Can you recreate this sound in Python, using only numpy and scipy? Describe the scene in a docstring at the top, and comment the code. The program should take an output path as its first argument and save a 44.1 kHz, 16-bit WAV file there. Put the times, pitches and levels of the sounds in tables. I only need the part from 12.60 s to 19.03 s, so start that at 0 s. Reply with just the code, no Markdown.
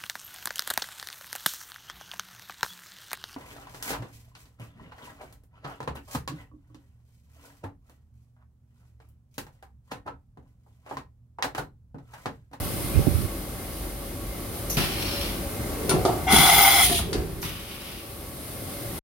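"""Purge air roars, howls and hisses through the empty spindle taper of a machining centre in a tool change.
Heard at the open door of its sheet-steel cabin, over machine hum and a steady air leak. A cylinder
swings the tool pot down, the changer arm rumbles and knocks into the holders, the air blows until the
new tool is clamped, and the pot swings back. Early on, the head squeaks and a draught buffets the
right microphone port."""
import sys
import numpy as np
from scipy import signal
from scipy.fft import rfft, irfft
from scipy.io import wavfile
from scipy.ndimage import uniform_filter1d, map_coordinates

SR = 44100
rng = np.random.default_rng(int(sys.argv[2]) if len(sys.argv) > 2 else 0)


def generate_wav(signal):
    """Clip the signal to [-1, 1] and save it as 16-bit WAV at the path in sys.argv[1]."""
    frames = np.transpose(np.atleast_2d(signal))
    scaled = np.clip(frames, -1, 1) * 32767
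    pcm = np.round(scaled).astype(np.int16)
    wavfile.write(sys.argv[1], SR, pcm)


N = 283563
T = np.arange(N) / SR
HZ = np.maximum(np.arange(N // 2 + 1) * SR / N, 1)
SIDES = np.array([[1], [-1]])
PURGE_OPEN_S, HOLDER_FREE_S, HOLDER_SEATS_S, PURGE_SHUT_S = 3.668, 3.724, 4.243, 4.388
SQUEEZE_S, END_S = 0.026, 6.39

# Stereo width in the cabin: freq_hz, side_minus_mid_db
CABIN_WIDTH = [(50, -11.5), (150, -16.5), (400, -10), (750, -4), (1300, -2), (4000, -2), (8000, 1),
               (15000, -4)]
# Background contour: time_s, hum_gain_db, leak_gain_db
IDLE_GAINS = [(.25, -35.5, -38.5), (.45, -36, -41), (.645, -38.5, -41), (.675, -39.5, -45),
              (1.7, -40.5, -44.5), (2.15, -37.5, -41.5), (3.55, -35.5, -43), (4.6, -47, -49.5),
              (5.4, -44.5, -48), (6.3, -39, -41)]
# Machine drone: freq_hz, density_db
HUM_SPECTRUM = [(25, -12), (45, -3.5), (70, 0), (100, -1), (160, -6), (250, -7), (330, -5.5), (480, -12.5),
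                (570, -11.5), (660, -15), (1000, -22), (1150, -19), (1800, -27), (2100, -26), (3000, -33),
                (8000, -33)]
# Motor and fan lines: pitch_hz, relative_db
HUM_LINES = [(117, -13), (188, -16), (334, -16), (562, -12), (775, -21), (1120, -21)]
# Spindle air seal: freq_hz, density_db
LEAK_SPECTRUM = [(1500, -9), (3000, -3.5), (5000, -4.5), (7300, -15), (8300, -6.5), (9200, 1), (12000, 1),
                 (14000, -2), (16000, -5.5)]
# Draught rumble: freq_hz, density_db
DRAUGHT_SPECTRUM = [(20, -4), (60, 9.5), (150, 5), (330, -16), (600, -30), (1500, -65)]
# Draught gusts: start_s, end_s, level_db
DRAUGHT_GUSTS = [(0, 0.46, -39), (.345, 0.41, -21.5), (.44, 0.658, -28)]
# Eddies on the right microphone port: time_s, level_db, pitch_hz
EDDIES = [(0.385, -8, 83), (.394, -11, 353), (0.4699, -14.5, 525), (.472, -9.5, 328), (0.475, -4.5, 170),
          (0.483, -8, 256), (0.555, -10, 91)]
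# Squeak of the head: time_s, pitch_hz, level_db
SQUEAK_PATH = [(.3, 2250, -75), (.335, 2340, -47), (.352, 2470, -42), (.38, 2850, -62), (.395, 2950, -73)]
# Pilot valve: freq_hz, density_db
VALVE_SPECTRUM = [(1500, -14), (4800, -3.5), (6100, 7), (7500, -11), (10500, 1), (12500, 8.5), (16000, -16)]
# Pilot valve spits: start_s, level_db
VALVE_SPITS = [(2.098, -24.5), (4.817, -33.5)]
# Pot cylinder exhaust: freq_hz, density_db
EXHAUST_SPECTRUM = [(300, -51.5), (800, -4.5), (1400, -1), (2000, -2), (3000, 2), (3700, 0), (5500, -5.5),
                    (7500, -14), (10000, -6.5), (16000, -9.5)]
# Pot swings, down and back: start_s, end_s, exhaust_db, ring_hz, ring_width_hz, ring_db
POT_SWINGS = [(2.168, 2.682, -36, 4270, 280, -40), (4.828, 5.386, -44.5, 3050, 1200, -59)]
# Cam gearbox rumble: freq_hz, density_db
GEARBOX_SPECTRUM = [(25, -12), (50, 6), (90, 2.5), (170, -1), (270, -12.5), (390, 0), (520, -19),
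                    (900, -24.5), (2000, -29), (6000, -39.5)]
# Arm strokes (grip, pull, swing, lift, home): middle_s, half_length_s, rumble_db, shudder_db, whirr_db
ARM_STROKES = [(3.316, 0.13, -38, -57, -29), (3.75, 0.059, -29, -27, -60), (3.954, 0.13, -34, -45, -55),
               (4.31, 0.14, -36, -34, -46), (4.562, 0.1, -29, -45, -33)]
# Blows of the tool pot (near 2.2 s and 4.83 s) and of the changer: start_s, thud_db, thud_centre_hz,
# base_t60_s, click_db, tilt_db_per_octave
BLOWS = [(2.171, -20.5, 195, 0.24, -30.5, -2.5), (2.177, -27.5, 560, 0.43, -46, -6),
         (2.203, -35, 100, 0.18, -48, -1), (2.376, -31, 100, 0.092, -54, -4),
         (3.294, -24.5, 520, 0.76, -19.5, 2), (3.311, -25, 420, 0.32, -35.5, -7),
         (3.338, -23.5, 380, 0.23, -44, -1), (3.451, -12.5, 810, 0.09, -25.5, 2.5),
         (3.477, -26, 753, 0.49, -45, 2), (3.488, -24, 520, 0.1, -40, 1), (3.723, -22, 400, 0.14, -29, 8),
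         (3.733, -16.5, 224, 0.31, -29, -4), (3.785, -23, 165, 0.24, -18.5, 1),
         (4.296, -23.5, 403, 0.25, -36.5, -6), (4.388, -31.5, 1417, 0.13, -29, 3),
         (4.473, -25, 129, 0.1, -63, 14), (4.530, -36, 83.5, 0.33, -25, 2),
         (4.547, -25.5, 430, 0.22, -61, 3), (4.828, -29, 158, 0.29, -34, -2)]
# Modes of the panels and changer: pitch_hz, weight_db, t60_factor
PANEL_MODES = [(91, 8, 0.79), (150, 5.5, 0.85), (159.6, 15, 1.1), (195, 3, 1.1), (232, 8.5, 0.76),
               (261, 3.5, 0.99), (323, 5.5, 0.98), (371, 2.5, 1.44), (455, 2, 0.42), (505, -14, 0.89),
               (654, 0.5, 0.85), (743, -2.5, 2.05), (906, -4.5, 0.84), (1223, -8.5, 1.5), (1134, -15, 2.6)]
# Steel-on-steel click: freq_hz, density_db
CLICK_SPECTRUM = [(300, 10), (1200, 18.5), (2300, 12), (3200, 13.5), (4500, 13), (6000, 8), (8500, -0.5),
                  (9600, 8), (11000, -11), (16000, -13)]
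# Modes of the steel gripper: pitch_hz, relative_db, t60_s
GRIPPER_MODES = [(3340, -43, 0.12), (4480, -35, 0.2), (6632, -38.5, .1)]
# Air column of the taper and the gap under it: centre_hz, width_hz, weight_db
TAPER_MODES = [(731, 64, -3), (802, 60, -6), (898, 97, -8.5), (1126, 130, -11), (1293, 75, -7.5),
               (1475, 70, -6.5), (2070, 86, -5), (2196, 120, -7), (2330, 60, -14), (2800, 110, -16),
               (3210, 84, -10), (3410, 130, -11.5), (4010, 44, -15.5), (5320, 64, -15), (5730, 81, -22),
               (6090, 70, -19)]
# Lowest taper resonance, rising as the gap opens, sinking as it closes: time_s, pitch_hz, level_db
HOWL_PATH = [(3.68, 755, -26), (3.76, 785, -30.5), (3.85, 796, -27.5), (4.04, 798, -24.5), (4.19, 796, -29),
             (4.26, 738.7, -37), (4.30, 723, -33), (4.36, 682, -43)]
# Higher taper resonances, catching in turn: start_s, pitch_hz, level_db, stereo_phase_rad
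OVERBLOWN_MODES = [(3.670, 2077, -28.5, 0.1), (3.689, 3406, -27.5, -0.5), (3.70, 5280, -38.5, 0.6)]
# Purge jet hiss: freq_hz, density_db
JET_SPECTRUM = [(500, -11.5), (1000, -14.5), (1700, -6.5), (2500, 0), (3700, 2), (4600, -3.5), (5500, -0.5),
                (7000, -2.5), (8200, -6), (9000, 1), (9700, 6), (11500, 1.5), (14500, -6), (16000, -6)]


def undb(db):
    """Decibels to gain."""
    return 10 ** (np.asarray(db) / 20)


def unit(x):
    """Scale to rms 1."""
    return x / np.sqrt(np.mean(x ** 2))


def pan(left_minus_right_db):
    """Left and right gains."""
    return undb(SIDES * left_minus_right_db / 2)


def curves(rows):
    """Each value column of a timed table, at every sample."""
    times_s, *columns = np.transpose(rows)
    return [np.interp(T, times_s, column) for column in columns]


def burst(start_s, end_s, rise_s, release_s):
    """Envelope: rise, hold, exponential release."""
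    attack = 1 - np.exp(-np.maximum(T - start_s, 0) / rise_s)
    return attack * np.exp(-np.maximum(T - end_s, 0) / release_s)


def swell(middle_s, half_s):
    """Bell-shaped envelope."""
    return np.exp(-((T - middle_s) / half_s) ** 2)


def ramp(start_s, length_s):
    """Linear rise from 0 to 1, then held."""
    return np.clip((T - start_s) / length_s, 0, 1)


def walk(rate_hz):
    """Smoothed random steps, spread near 1."""
    step = max(int(SR / rate_hz), 1)
    held = rng.standard_normal(N)[np.arange(N) // step]
    return 1.404 * uniform_filter1d(uniform_filter1d(held, step), step)


def colour(points):
    """Gain per frequency from a spectrum table."""
    hz, db = np.transpose(points)
    return undb(np.interp(np.log(HZ), np.log(hz), db))


def resonance(hz, width_hz):
    """Gain per frequency of one resonance, 1 at its centre."""
    return (1 + ((HZ ** 2 - hz ** 2) / (HZ * width_hz)) ** 2) ** -.5


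def tone(hz, phase_rad=0):
    """Sine of rms 1 following a pitch."""
    return np.sqrt(2) * np.sin(2 * np.pi * np.cumsum(hz) / SR + phase_rad)


def noise(gain):
    """Mono turbulence of a given spectrum, rms 1."""
    return unit(irfft(rfft(rng.standard_normal(N)) * gain, N))


def diffuse(gain, width_db=0, ripple_hz=291, wall_share=0.5):
    """Stereo turbulence: near walls shift its phase, late echoes are unrelated, the bass stays alike."""
    direct, late = (rng.standard_normal((2, len(HZ))) + 1j * rng.standard_normal((2, len(HZ)))) * gain
    turns_rad = np.cumsum(np.pi * rng.uniform(-1, 1, size=256))
    wall_phase_rad = np.interp(HZ / ripple_hz, np.arange(256), turns_rad)
    early = 1j * direct * np.sqrt(2) * np.sin(wall_phase_rad)
    echoes = np.sqrt(wall_share) * early + np.sqrt(1 - wall_share) * late
    side = colour(CABIN_WIDTH) * undb(width_db) * echoes
    return unit(irfft(direct + SIDES * side, N))


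def band(hz, width_hz):
    """Stereo turbulence through a resonance applied twice."""
    return diffuse(resonance(hz, width_hz) ** 2)


def comb(depth_db=4, spacing_hz=207.5):
    """Irregular spectral peaks and dips from standing waves between the walls."""
    ripple = rng.uniform(-np.sqrt(3), np.sqrt(3), size=256)
    return undb(depth_db * np.interp(HZ / spacing_hz, np.arange(256), ripple))


def waver(x, depth):
    """Unsteady flow pushes resonances up and down."""
    drift = depth * walk(45)
    position = np.arange(N) + np.cumsum(drift - drift.mean())
    return np.array([map_coordinates(channel, [position], mode="mirror") for channel in x])


def cabin(x, wet_db, t60_s=0.36, damping=0.74):
    """Dense stereo reflections between steel walls; the treble dies first."""
    echoes = rng.standard_normal((2, SR))
    dull = signal.sosfilt(signal.butter(2, 4500, fs=SR, output="sos"), echoes)
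    fade = undb(-60 * T[:SR] / t60_s)
    tail = (dull * fade + (echoes - dull) * fade ** (1 + damping)) * (T[:SR] > .002)
    response = undb(wet_db) * unit(tail) / np.sqrt(SR)
    response[:, 0] += 1
    return signal.fftconvolve(np.atleast_2d(x), response, axes=1)[:, :N] / np.sqrt(1 + undb(2 * wet_db))


def idle(pump_hz=47.5, throb_end_s=3, boom_start_s=4.75):
    """Fans and motors drone and whine, pumps throb and boom, the spindle's air seal leaks."""
    hum_db, leak_db = curves(IDLE_GAINS)
    drone = diffuse(colour(HUM_SPECTRUM)) * undb(hum_db + 4 + 0.46 * walk(9))
    lines = sum(tone(hz + 6 * walk(40)) * undb(db + 3.9 * walk(22)) for hz, db in HUM_LINES)
    fan_whine = band(2104, 91) * undb(-17.5 + 2 * walk(10))
    hum = drone + (lines + fan_whine) * undb(hum_db)
    throb_gain = undb(-41.5) * burst(0, throb_end_s, .01, 0.18) + undb(-54.5)
    throb = noise(resonance(pump_hz, 5) ** 2) * throb_gain
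    boom = band(82, 70) * undb(-65) * burst(boom_start_s, END_S, 0.3, 0.3)
    leak = cabin(diffuse(colour(LEAK_SPECTRUM)), wet_db=-4) * undb(leak_db + 3.5 + 0.64 * walk(13))
    return hum * pan(1) + throb + boom + leak * pan(0.45)


def draught(eddy_half_cycles=0.79, eddy_left_db=-24, ramp_s=0.0071):
    """Gusts rumble on the microphone ports; single eddies thump the right one."""
    eddies = 0
    for time_s, db, hz in EDDIES:
        wave = np.cos(2 * np.pi * (hz * (T - time_s) + rng.random()))
        eddies += undb(db) * swell(time_s, eddy_half_cycles / hz) * wave
    rumble = np.array([noise(colour(DRAUGHT_SPECTRUM)) for _ in range(2)])
    gusts = sum(undb(db) * burst(start_s, end_s, ramp_s, ramp_s) for start_s, end_s, db in DRAUGHT_GUSTS)
    return rumble * gusts * pan(-11.5) + eddies * undb([[eddy_left_db], [0]])


def squeak(jitter_hz=50):
    """One faint rising squeak from the moving head."""
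    pitch_hz, level_db = curves(SQUEAK_PATH)
    return cabin(tone(pitch_hz + jitter_hz * walk(360)) * undb(level_db), wet_db=-1) * pan(5.4)


def pot_cylinder(rise_s=0.00066, puff_db=10.5, surge_db=2, overtone_ratio=1.26, rest_ring=0.37):
    """A valve spits, the cylinder vents raggedly; its port rings more as the pot gathers speed."""
    spits = sum(undb(db) * burst(start_s, start_s, rise_s, 0.038) for start_s, db in VALVE_SPITS)
    valve = diffuse(colour(VALVE_SPECTRUM)) * spits
    air = diffuse(colour(EXHAUST_SPECTRUM) * np.sqrt(comb()))
    vent = 0
    for start_s, end_s, exhaust_db, ring_hz, width_hz, ring_db in POT_SWINGS:
        puff = undb(puff_db) * burst(start_s, start_s, rise_s, 0.098)  # stored pressure escapes first
        piston_flow = burst(start_s, end_s, rise_s, 0.081)
        flow = np.hypot(piston_flow, puff)
        speed = np.sin(np.pi * ramp(start_s, end_s - start_s) ** 2.3)  # peaks late, then cushioned
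        overtone = undb(-3.5) * resonance(ring_hz * overtone_ratio, width_hz) ** 2
        ring = waver(diffuse(resonance(ring_hz, width_hz) ** 2 + overtone), depth=0.028)
        vent += air * undb(exhaust_db + surge_db * speed) * flow
        vent += ring * undb(ring_db) * (speed + rest_ring * flow)
    return cabin(valve + vent * undb(2.15 * walk(220)), wet_db=-0.5) * pan(1.1)


def changer_arm(start_s=3.2, stop_s=4.8, motor_db=-36.5, casing_hz=392, shudder_hz=66):
    """The motor-driven cam gearbox rumbles; each stroke loads it, shakes the frame, whirrs the gears."""
    motor = undb(motor_db) * burst(start_s, stop_s, 0.17, 0.17)
    load, shake, mesh = sum(undb(levels_db)[:, None] * swell(middle_s, half_s)
                            for middle_s, half_s, *levels_db in ARM_STROKES)
    rumble = diffuse(colour(GEARBOX_SPECTRUM)) * np.hypot(motor, load) * undb(2 * walk(35))
    whirr = band(casing_hz, 150) * mesh * pan(0.82)
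    shudder = band(shudder_hz, 60) * shake
    return rumble + whirr + shudder


def knocks(ring_db=-4.5, rattle_db=-2, click_t60_s=0.073, contact_t60_s=0.021, rise_s=0.00037):
    """Blows click steel on steel, ring panels and rattle covers; softer contact favours lower modes."""
    size = 40000
    t = T[:size]
    thuds, clicks = np.zeros(N + size), np.zeros((2, N + size))
    mode_hz, mode_db, t60_factor = np.transpose(PANEL_MODES)[:, :, None]
    covers = np.array([noise(resonance(hz, hz * 0.29) ** 3) for hz in mode_hz[:, 0]])
    steel_spectrum = rfft(diffuse(colour(CLICK_SPECTRUM)))
    for start_s, thud_db, centre_hz, base_t60_s, click_db, tilt_db_per_octave in BLOWS:
        start = int(start_s * SR)
        span = slice(start, start + size)
        weights = undb(mode_db) * np.exp(-(np.log(mode_hz / centre_hz) / 0.79) ** 2)
        detuned_hz = mode_hz * (1 + 0.0062 * rng.standard_normal(mode_hz.shape))
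        modes = undb(ring_db) * np.sin(2 * np.pi * detuned_hz * t) + undb(rattle_db) * covers[:, span]
        decays = undb(-60 * t / (base_t60_s * t60_factor))
        thud = np.sum(weights * modes * decays, axis=0) / np.linalg.norm(weights)
        thuds[span] += undb(thud_db) * thud * (1 - np.exp(-t / rise_s))

        tilt = undb(tilt_db_per_octave * np.log2(np.maximum(HZ, 1000) / 4000))
        crack_decay = undb(-60 * t / click_t60_s) + undb(-1 - 60 * t / contact_t60_s)
        crack = irfft(steel_spectrum * tilt, N)[:, span] * crack_decay
        ping = sum(np.interp(hz, HZ, tilt) * undb(db - 60 * t / t60_s) * np.sin(2 * np.pi * hz * t)
                   for hz, db, t60_s in GRIPPER_MODES)
        clicks[:, span] += undb(click_db) * (crack + ping)
    return cabin(thuds[:N], wet_db=-9) * pan(0.72) + cabin(clicks[:, :N], wet_db=1) * pan(1.5)


def latch(start_s=3.294, rise_s=.0002):
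    """The gripper's latch snaps round the holder with a short, bright ring."""
    tick = band(11000, 9000) * undb(-18) * burst(start_s, start_s, rise_s, 0.0035)
    ring = band(9600, 580) * undb(-19.5) * burst(start_s, start_s, rise_s, 0.015)
    return cabin(tick + ring, wet_db=-4.5)


def nozzle_whistle(flow, gap_db, pitch_hz=14315, bloom_db=5.5):
    """Edge tone: a clean line in a breathy skirt, swelling while the taper stands wide open."""
    line = tone(pitch_hz + 6 * walk(300), phase_rad=SIDES * 0.55)
    skirt = band(pitch_hz, 130) * undb(-4.5)
    envelope = flow * burst(3.71, HOLDER_SEATS_S, .04, 0.05)
    level_db = -31 + bloom_db * swell(4.01, 0.14) + gap_db + 2 * walk(70)
    return (line + skirt) * envelope * undb(level_db)


def rough_tone(hz, width_hz, phase_rad, roughness=0.26):
    """A self-sounding resonance, roughened by the turbulence that feeds it."""
    turbulence = walk(width_hz) + 1j * walk(width_hz)
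    amplitude = np.sqrt(2 - 2 * roughness) + np.sqrt(roughness) * turbulence
    return np.imag(amplitude * np.exp(2j * np.pi * np.cumsum(hz) / SR + 1j * SIDES * phase_rad))


def taper_howl(supply):
    """The lowest resonance howls; higher ones catch in turn and flutter independently."""
    pitch_hz, level_db = curves(HOWL_PATH)
    howl = rough_tone(pitch_hz + 7.5 * walk(90), width_hz=80, phase_rad=0.1)
    howl *= supply * undb(level_db + 2.5 * walk(70))
    for start_s, hz, db, phase_rad in OVERBLOWN_MODES:
        envelope = burst(start_s, HOLDER_SEATS_S, 0.012, SQUEEZE_S) * undb(db + 3.5 * walk(100))
        howl += rough_tone(hz + 35 * walk(100), width_hz=200, phase_rad=phase_rad) * envelope
    return howl


def purge(roar_db=-19, jet_db=-17.5, sag_db_per_s=3.5, jet_lag_s=0.0024, slit_s=0.038):
    """Air blows the empty taper like a stopped pipe; the new holder chokes it, leaving only hiss."""
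    supply = burst(PURGE_OPEN_S, PURGE_SHUT_S, .004, 0.019)
    flow = supply * ramp(PURGE_OPEN_S + jet_lag_s, 0.056) ** 2
    sag_db = -sag_db_per_s * (T - PURGE_OPEN_S)  # line pressure sags
    flutter_db = walk(160)  # the jet flaps: roar and hiss swell together
    gap_db = (3 * swell(HOLDER_FREE_S, 0.0032)  # spit: old holder breaks free
              + 4.5 * swell(HOLDER_SEATS_S, SQUEEZE_S)  # flare: gap closes
              - 5 * ramp(HOLDER_SEATS_S, SQUEEZE_S))  # choke: new holder seated

    pipe_power = sum(undb(2 * db) * resonance(hz, width_hz) ** 2.7 for hz, width_hz, db in TAPER_MODES)
    taper_open = burst(PURGE_OPEN_S, HOLDER_SEATS_S - SQUEEZE_S, 0.021, 0.031)
    roar = waver(diffuse(np.sqrt(pipe_power), width_db=-2.5), depth=.012) * taper_open
    roar *= undb(roar_db + sag_db + flutter_db + 0.9 * walk(300))
    jet = diffuse(colour(JET_SPECTRUM) * comb()) * flow * undb(jet_db + sag_db + gap_db)
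    sputter = undb(0.7 * flutter_db + 0.5 * walk(570))
    howl = taper_howl(supply)
    slit = band(3370, 1700) * undb(-28.5) * swell(PURGE_SHUT_S - slit_s, slit_s)  # last air past holder
    whistle = nozzle_whistle(flow, gap_db)
    hiss = cabin(jet + slit, wet_db=-2) * sputter
    return (roar + howl) * pan(2.5) + hiss * pan(0.3) + whistle * pan(2.2)


def scene():
    """One tool change."""
    return idle() + changer_arm() + purge() + pot_cylinder() + knocks() + latch() + squeak() + draught()


def record(dry, low_hz=30, top_hz=15850):
    """Gate the sound off at END_S; cut the deepest bass and the top."""
    gated = dry * burst(0, END_S, 0.0003, 0.00023)
    thinned = signal.sosfilt(signal.butter(2, low_hz, "high", fs=SR, output="sos"), gated)
    return signal.sosfilt(signal.ellip(10, .2, 70, top_hz, fs=SR, output="sos"), thinned)


dry = scene()
out = record(dry)
generate_wav(out)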